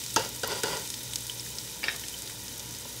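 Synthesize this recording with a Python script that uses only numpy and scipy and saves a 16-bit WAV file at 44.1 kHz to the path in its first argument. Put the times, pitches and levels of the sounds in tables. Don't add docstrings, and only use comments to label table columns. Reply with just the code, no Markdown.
import sys
import numpy as np
from scipy import signal
from scipy.fft import rfft, irfft
from scipy.io import wavfile
from scipy.ndimage import uniform_filter1d

SR = 44100
rng = np.random.default_rng(int(sys.argv[2]) if len(sys.argv) > 2 else 0)


def voltage_ratio(level):
    return 10 ** (np.asarray(level, float) / 20)


def output_pcm(signal):
    pcm = np.clip(np.atleast_2d(signal).T, -1, 1) * 32767
    wavfile.write(sys.argv[1], SR, np.round(pcm).astype(np.int16))


N = 132300

# pitch_hz, level_db (rms)
MAINS_TONES = [(59.5, -58), (119.9, -56.5), (240, -68), (479.1, -63)]
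# pitch_hz, width_hz, level_db
MOTOR_HUM = [(63, 18, -66), (102.6, 48, -57.5), (120.7, 8, -57.5), (150.7, 52, -63), (190.6, 14, -62.5),
             (239.4, 42, -60), (302.6, 59, -58.5)]
# pitch_hz, level_db (per Hz)
ROOM_SPECTRUM = [(15, -40), (25, -15), (117, 5), (390, -13.5), (486, -14), (662, -16), (936, -20.5),
                 (1700, -9), (2500, -10), (3250, -64), (5500, -120)]

# start_s, strength_db, ring_s, tip_share (0-1, 1 = struck at the tip)
SPOON_TAPS = [
    (1.8311, -29.5, 0.0041, 0.4),
    (1.8395, -21, 0.0036, 0.97),
    (1.8831, -20, 0.0043, 0),
    (1.898, -39, 0.003, 0.5),
    (1.911, -36, 0.005, 0.2),
    (1.924, -43, .006, 0.5),
    (1.845, -29.5, 0.0027, 0.5),
    (1.8908, -25, 0.0022, 0),
    (2.037, -42.5, 0.0038, 0.3),
]
# time_s, rub_level_db
SPOON_DRAG = [
    (1.82, -64),
    (1.835, -39),
    (1.87, -34.5),
    (1.9, -36),
    (1.95, -38),
    (2.0, -57.5),
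]
# pitch_hz, width_hz, level_db
SPOON_MODES = [(343, 270, -21), (786, 400, -16.5), (1818, 84, 0), (1270, 600, -19), (2140, 124, -5),
               (2650, 210, -7.5), (3100, 420, -15), (3790, 180, -5), (4650, 380, -11.5), (5400, 400, -9.5)]
TIP_TILT = [5, 2, -7, 1, 4.5, 4.5, 8, -12, 7.5, -11]
DRAG_TILT = [11, 9.5, -5.5, 4.5, -4, -3, 8.5, 0, -2, 3.5]

# start_s, strength_db, crack_db, shudder_s, counter_spot_pitch_hz
BOWL_KNOCKS = [(0.1617, -21.5, 3.5, 0.012, 1322), (0.4332, -29.5, 1, 0.014, 455),
               (0.4345, -25.5, -6, 0.0056, 1480), (.4443, -32.5, 2, 0.0079, 1360),
               (0.6342, -28, 8.5, 0.013, 1470), (2.851, -43, -23, 0.012, 950),
               (.1635, -18.5, -11, 0.0042, 320), (.168, -20, -9, 0.01, 915), (.6365, -25.5, -3, 0.009, 440),
               (.195, -30.5, -2, 0.014, 520), (.177, -25.5, -16, 0.012, 440),
               (.4375, -29.5, -12, 0.0062, 760), (0.48, -35, -8, .01, 1050),
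               (0.73, -29.5, -10, 0.0071, 990), (.637, -33, -20, 0.011, 280)]
# time_s, rub_level_db
BOWL_SLIDE = [(.17, -53), (.19, -34.5), (.245, -36), (.3, -47), (.435, -52), (.455, -38), (.485, -38.5),
              (.512, -30), (.54, -35), (.59, -36.5), (.62, -54), (.645, -32.5), (.72, -33), (.77, -36),
              (.8, -41), (.88, -50.5)]
# pitch_hz, width_hz, level_db
STRUCK_MODES = [(230, 140, -8), (320, 110, -8.5), (432, 78, -2), (569, 88, -2), (730, 99, -8.5),
                (936, 75, -4), (1332, 43, -7.5), (1630, 170, -6.5), (1900, 87, -12), (2830, 300, -4),
                (3750, 300, -8), (4840, 230, -3), (6800, 520, -9)]
# pitch_hz, width_hz, level_db
RUBBED_MODES = [(162, 16, -10), (404, 52, -1.5), (496, 72, -4), (555, 65, -2.5), (839, 110, -6.5),
                (949, 72, -2.5), (1450, 124, -5.5), (1946, 120, -8), (2540, 410, -8.5), (2835, 180, -6),
                (3500, 210, -13.5), (4090, 450, -3), (4785, 67, -9), (5700, 720, -18.5)]

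# start_s, peak_db, pitch_hz
SMALL_POPS = [(.0022, -34, 6500), (.016, -33.5, 3000), (.038, -29.5, 5900), (.0631, -24, 5900),
              (.1034, -27.5, 5200), (0.1263, -33, 5500), (.2496, -27, 5900), (.2917, -28, 12000),
              (0.3496, -32, 5520), (.362, -27, 9500), (0.4756, -20.5, 13400), (.5946, -41, 11850),
              (.6948, -33, 12000), (.797, -31, 13000), (1.0326, -28, 13000), (1.185, -28, 7000),
              (1.207, -27.5, 7600), (1.2677, -32, 12000), (1.299, -28, 9000), (1.3177, -30, 7900),
              (1.565, -38, 14000), (1.6766, -36, 3100), (1.7176, -35.5, 8300), (1.7927, -33, 12000),
              (1.925, -32, 12000), (1.9635, -31, 11500), (1.999, -30, 10300), (2.0648, -36, 5500),
              (2.095, -30, 9000), (2.179, -31, 5500), (2.1881, -27.5, 10000), (2.197, -33, 8000),
              (2.231, -33, 4500), (2.2774, -33, 9300), (2.299, -32, 7900), (2.4022, -37, 5900),
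              (2.4352, -33, 11000), (2.445, -34, 13000), (2.4634, -36, 9300), (2.4907, -34, 8600),
              (2.525, -34, 12000), (2.58, -32, 10500), (2.603, -32, 4770), (2.7095, -29.5, 6000),
              (2.7403, -34, 6500), (2.7603, -37.5, 11000), (2.7864, -34, 12000), (2.7984, -34, 11000),
              (2.89, -33, 9150), (2.9627, -33, 11000), (2.9892, -41, 6200)]
# start_s, peak_db, pitch_hz, length_cycles
LARGE_SPITS = [(0.1428, -23, 8550, 6.8), (0.3966, -26, 7700, 1.2), (0.7703, -25, 6700, 2.1),
               (0.8756, -25.5, 7060, 0.95), (0.9024, -19, 6600, 0.62), (0.941, -20.5, 4000, 1.5),
               (1.135, -25.5, 8400, 3.4), (1.135, -22, 3500, 2.8), (1.1582, -14, 5700, 1.34),
               (1.2677, -25, 8000, 1.5), (1.297, -22.5, 3030, 8.5), (1.3966, -27.5, 5400, 12),
               (1.406, -32, 8000, 8), (1.464, -32, 1850, 5), (1.585, -21, 5100, 2.8),
               (1.962, -27, 5430, 0.92), (1.9957, -26, 5450, 0.76), (2.037, -32.5, 2960, 9.3),
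               (2.084, -22.5, 6800, 1.7), (2.141, -33, 2990, 17), (2.2212, -24.5, 8400, 2.2),
               (2.2753, -27, 3950, 2.2), (2.297, -24, 1540, 0.81), (2.4812, -26.5, 5130, 1.5),
               (2.5955, -25, 6000, 1.9), (2.749, -28.5, 4900, 2.1), (2.786, -33.5, 6600, 5.5)]
# delay_s, level_db
POT_ECHOES = [(.00062, -10.5), (.0014, -15.5), (.0024, -12), (.0031, -13.5), (.0055, -21)]
# time_s, level_db
FRY_LEVEL = [
    (0.0, -38),
    (0.47, -41),
    (0.6, -39),
    (1.64, -41),
    (2.06, -41),
    (2.41, -42),
    (3.0, -42),
]
# pitch_hz, level_db (per Hz)
FIZZ_SPECTRUM = [(240, -25), (950, -19.5), (1580, -24.5), (2800, -9.4), (3020, -6), (6740, 2), (12800, -4),
                 (16000, -4)]
# pitch_hz, width_hz, level_db
POT_AIR = [(1030, 400, -10.5), (1900, 69, 0), (2423, 170, -3.5), (3080, 125, -3.5), (3674, 290, -7.5),
           (5830, 750, 0.5)]


def evened(x):
    return x / np.sqrt(np.mean(x ** 2) + 1e-20)


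def curve(points):
    time_s, level_db = np.transpose(points)
    return voltage_ratio(np.interp(np.arange(N) / SR, time_s, level_db))


def coloured(x, points):
    points_hz, level_db = np.transpose(points)
    hz = np.fft.rfftfreq(len(x), 1 / SR)
    gain = voltage_ratio(np.interp(np.log(hz + 1), np.log(points_hz + 1), level_db))
    return irfft(rfft(x) * gain, len(x))


def resonate(x, hz, width):
    r = np.exp(-np.pi * width / SR)
    poles = [1, -2 * r * np.cos(2 * np.pi * hz / SR), r * r]
    return signal.lfilter([1, 0, -1], poles, x) * np.sqrt((1 - r * r) / 2)


def body(x, modes, tilt_db=0):
    tilt_db = tilt_db * np.ones(len(modes))
    total = 0
    for k, (hz, width, db) in enumerate(modes):
        total = total + (-1) ** k * voltage_ratio(db + tilt_db[k]) * resonate(x, hz, width)
    return total / 2


def add(mix, start_s, sound):
    part = mix[round(start_s * SR):][:len(sound)]
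    part += sound[:len(part)]


def kitchen():
    t = np.arange(N) / SR
    tones = sum(voltage_ratio(db) * np.sqrt(2) * np.sin(2 * np.pi * hz * t) for hz, db in MAINS_TONES)
    hum = np.zeros(N)
    for hz, width, db in MOTOR_HUM:
        band = resonate(resonate(rng.standard_normal(N), hz, width), hz, width)
        hum += voltage_ratio(db) * evened(band)
    room_tone = voltage_ratio(-56) * evened(coloured(rng.standard_normal(N), ROOM_SPECTRUM))
    return tones + hum + room_tone


def room(x):
    t60_s, rise_s = 0.22, 0.0016
    t = np.arange(SR // 2) / SR
    decay = voltage_ratio(-60 * t / t60_s) * np.minimum(t / rise_s, 1)
    tail = resonate(rng.standard_normal(len(t)), 600, 3560) * decay
    return signal.fftconvolve(x, tail / np.linalg.norm(tail))[:N]


def gritty(slips_per_s):
    slips = (rng.random(N) < slips_per_s / SR) * np.minimum(rng.exponential(1.2, N), 2.5)
    return evened(rng.standard_normal(N) * (0.6 + slips))


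def spoon():
    noise_db = -5
    t = np.arange(2000) / SR
    mid, tip = np.zeros((2, N))
    noises = rng.standard_normal((len(SPOON_TAPS), 2000))
    for (start_s, db, ring_s, tip_share), noise in zip(SPOON_TAPS, noises):
        contact = 1.5 * np.exp(-t / 0.0001)
        rattle = voltage_ratio(noise_db) * noise * np.exp(-t / ring_s)
        tap = voltage_ratio(db + 8) * (contact + rattle)
        add(mid, start_s, (1 - tip_share) * tap)
        add(tip, start_s, tip_share * tap)
    drag = body(gritty(2500) * curve(SPOON_DRAG), SPOON_MODES, np.array(DRAG_TILT))
    return drag + body(mid, SPOON_MODES) + body(tip, SPOON_MODES, np.array(TIP_TILT))


def bowl_knocks():
    shudder_db, spot_db, thud_db, boom_db = -5, 0, -17, -38
    blow_rise_s, spot_rise_s, crack_s = 0.0017, 0.0013, 0.003
    thud_hz, boom_hz, crack_hz = 605, 107, 5450
    t = np.arange(3000) / SR
    blows, cracks, spots = np.zeros((3, N))
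    contact = 2.6 * np.exp(-t / 0.0001)
    noises = rng.standard_normal((len(BOWL_KNOCKS), 2, 3000))
    for (start_s, db, crack_db, shudder_s, spot_hz), noise in zip(BOWL_KNOCKS, noises):
        fade = np.exp(-(t / shudder_s) ** 2)
        shudder = noise[0] * np.minimum(t / blow_rise_s, 1) * fade
        add(blows, start_s, voltage_ratio(db + shudder_db) * (0.5 * contact + shudder))
        spot = np.sin(2 * np.pi * spot_hz * t) * np.minimum(t / spot_rise_s, 1) * fade
        add(spots, start_s, voltage_ratio(db + spot_db) * spot)
        crack = contact + noise[1] * np.exp(-(t / crack_s) ** 2)
        add(cracks, start_s, voltage_ratio(db + crack_db) * crack)
    thud = voltage_ratio(thud_db) * resonate(blows, thud_hz, 720)
    boom = voltage_ratio(boom_db) * resonate(resonate(blows, boom_hz, 31.3), boom_hz, 31.3)
    return voltage_ratio(3.5) * body(blows, STRUCK_MODES) + thud + boom + spots + resonate(cracks, crack_hz, 3200)


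def bowl_slide():
    grit_db, grit_hz = -7.5, 3500
    rub = gritty(2500) * curve(BOWL_SLIDE)
    grit = voltage_ratio(grit_db) * resonate(resonate(rub, grit_hz, 6400), grit_hz, 6700)
    scrape = voltage_ratio(-20) * resonate(rub, 660, 480)
    return body(rub, RUBBED_MODES) + grit + scrape


def bubble(hz, cycles):
    pitch_rise = 0.029
    turns = np.arange(600) / SR * hz
    ring = np.sin(2 * np.pi * turns * (1 + pitch_rise * turns / cycles))
    return ring * np.exp(-(turns / cycles) ** 2 * 2)


def echoed(x):
    out = x.copy()
    for delay_s, db in POT_ECHOES:
        reflection = voltage_ratio(db) * resonate(x, 5200, 4700)
        add(out, delay_s * rng.uniform(0.96, 1.0), reflection)
    return out


def ticks():
    spray_db, spray_t60_s = -7, 0.02
    out, t = np.zeros(N), np.arange(600) / SR
    noises = rng.standard_normal((len(SMALL_POPS), 600))
    for (start_s, db, hz), noise in zip(SMALL_POPS, noises):
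        snap = bubble(hz, max(1, hz / 7000))
        spray = voltage_ratio(spray_db - 60 * t / spray_t60_s) * resonate(noise, hz, 0.7 * hz)
        add(out, start_s - 0.0003, voltage_ratio(db + 2) * (snap / snap.max() + spray))
    return out


def spits():
    snap_db, spray_db = -2, -14.5
    spray_t60_s, spray_rise_s = 0.036, 0.0026
    out, t = np.zeros(N), np.arange(3000) / SR
    noises = rng.standard_normal((len(LARGE_SPITS), 3000))
    for (start_s, db, hz, cycles), noise in zip(LARGE_SPITS, noises):
        snap = voltage_ratio(snap_db) / np.sqrt(cycles) * bubble(6900, 1.2)
        burst = np.pad(bubble(hz, cycles) + snap, (0, 2400))
        burst = resonate(echoed(burst), 5500, 10400)
        spray = voltage_ratio(spray_db - 60 * t / spray_t60_s) * resonate(noise, hz, hz * 2 / (1 + cycles))
        spray *= np.minimum(t / spray_rise_s, 1)
        add(out, start_s, voltage_ratio(db) * (burst + spray))
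    return out


def fizz():
    bursts_per_s, spread_db, fizz_db, hiss_db = 2500, 1.5, 0.5, -2
    spots, tail_t60_s = 40, 0.029
    strength = voltage_ratio(spread_db * np.minimum(rng.exponential(1, N), 5))
    bursts = strength * (rng.random(N) < bursts_per_s / SR)
    spot_of_burst = rng.integers(0, spots, N)
    tails = rng.standard_normal((spots, 1500)) * voltage_ratio(-12 - 60 * np.arange(1500) / SR / tail_t60_s)
    tails[:, 0] = 1
    grains = np.zeros(N)
    for k, hz in enumerate(np.geomspace(1500, 15500, spots)):
        shape = np.convolve(evened(bubble(hz, 1.78)) * np.sqrt(hz), tails[k])
        grains += signal.oaconvolve(bursts * (spot_of_burst == k), shape)[:N]
    flutter = voltage_ratio(1.14 * evened(uniform_filter1d(rng.standard_normal(N), 1500)))
    hiss = voltage_ratio(hiss_db) * rng.standard_normal(N) * flutter
    drive = evened(grains) + hiss
    sizzle = evened(coloured(drive + body(drive, POT_AIR), FIZZ_SPECTRUM))
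    return voltage_ratio(fizz_db) * curve(FRY_LEVEL) * sizzle


def scene():
    things = bowl_knocks() + bowl_slide() + spoon()
    reverberation = voltage_ratio(-14.5) * room(things)
    frying = fizz() + spits() + ticks()
    return (kitchen() + things + reverberation + frying)[None]


def roll_off(x):
    return signal.sosfilt(signal.butter(12, 16830, fs=SR, output="sos"), x)


def record(dry):
    edge_hz, edge_db, bass_hz = 15740, -62, 48
    hz = np.fft.rfftfreq(N, 1 / SR)
    top = np.where(hz > edge_hz, voltage_ratio(edge_db), 1)
    bass = 1 / np.sqrt(1 + (bass_hz / (hz + 1)) ** 12)
    mix = irfft(rfft(dry) * top * bass, N)
    return roll_off(mix)


dry = scene()
out = record(dry)
output_pcm(out)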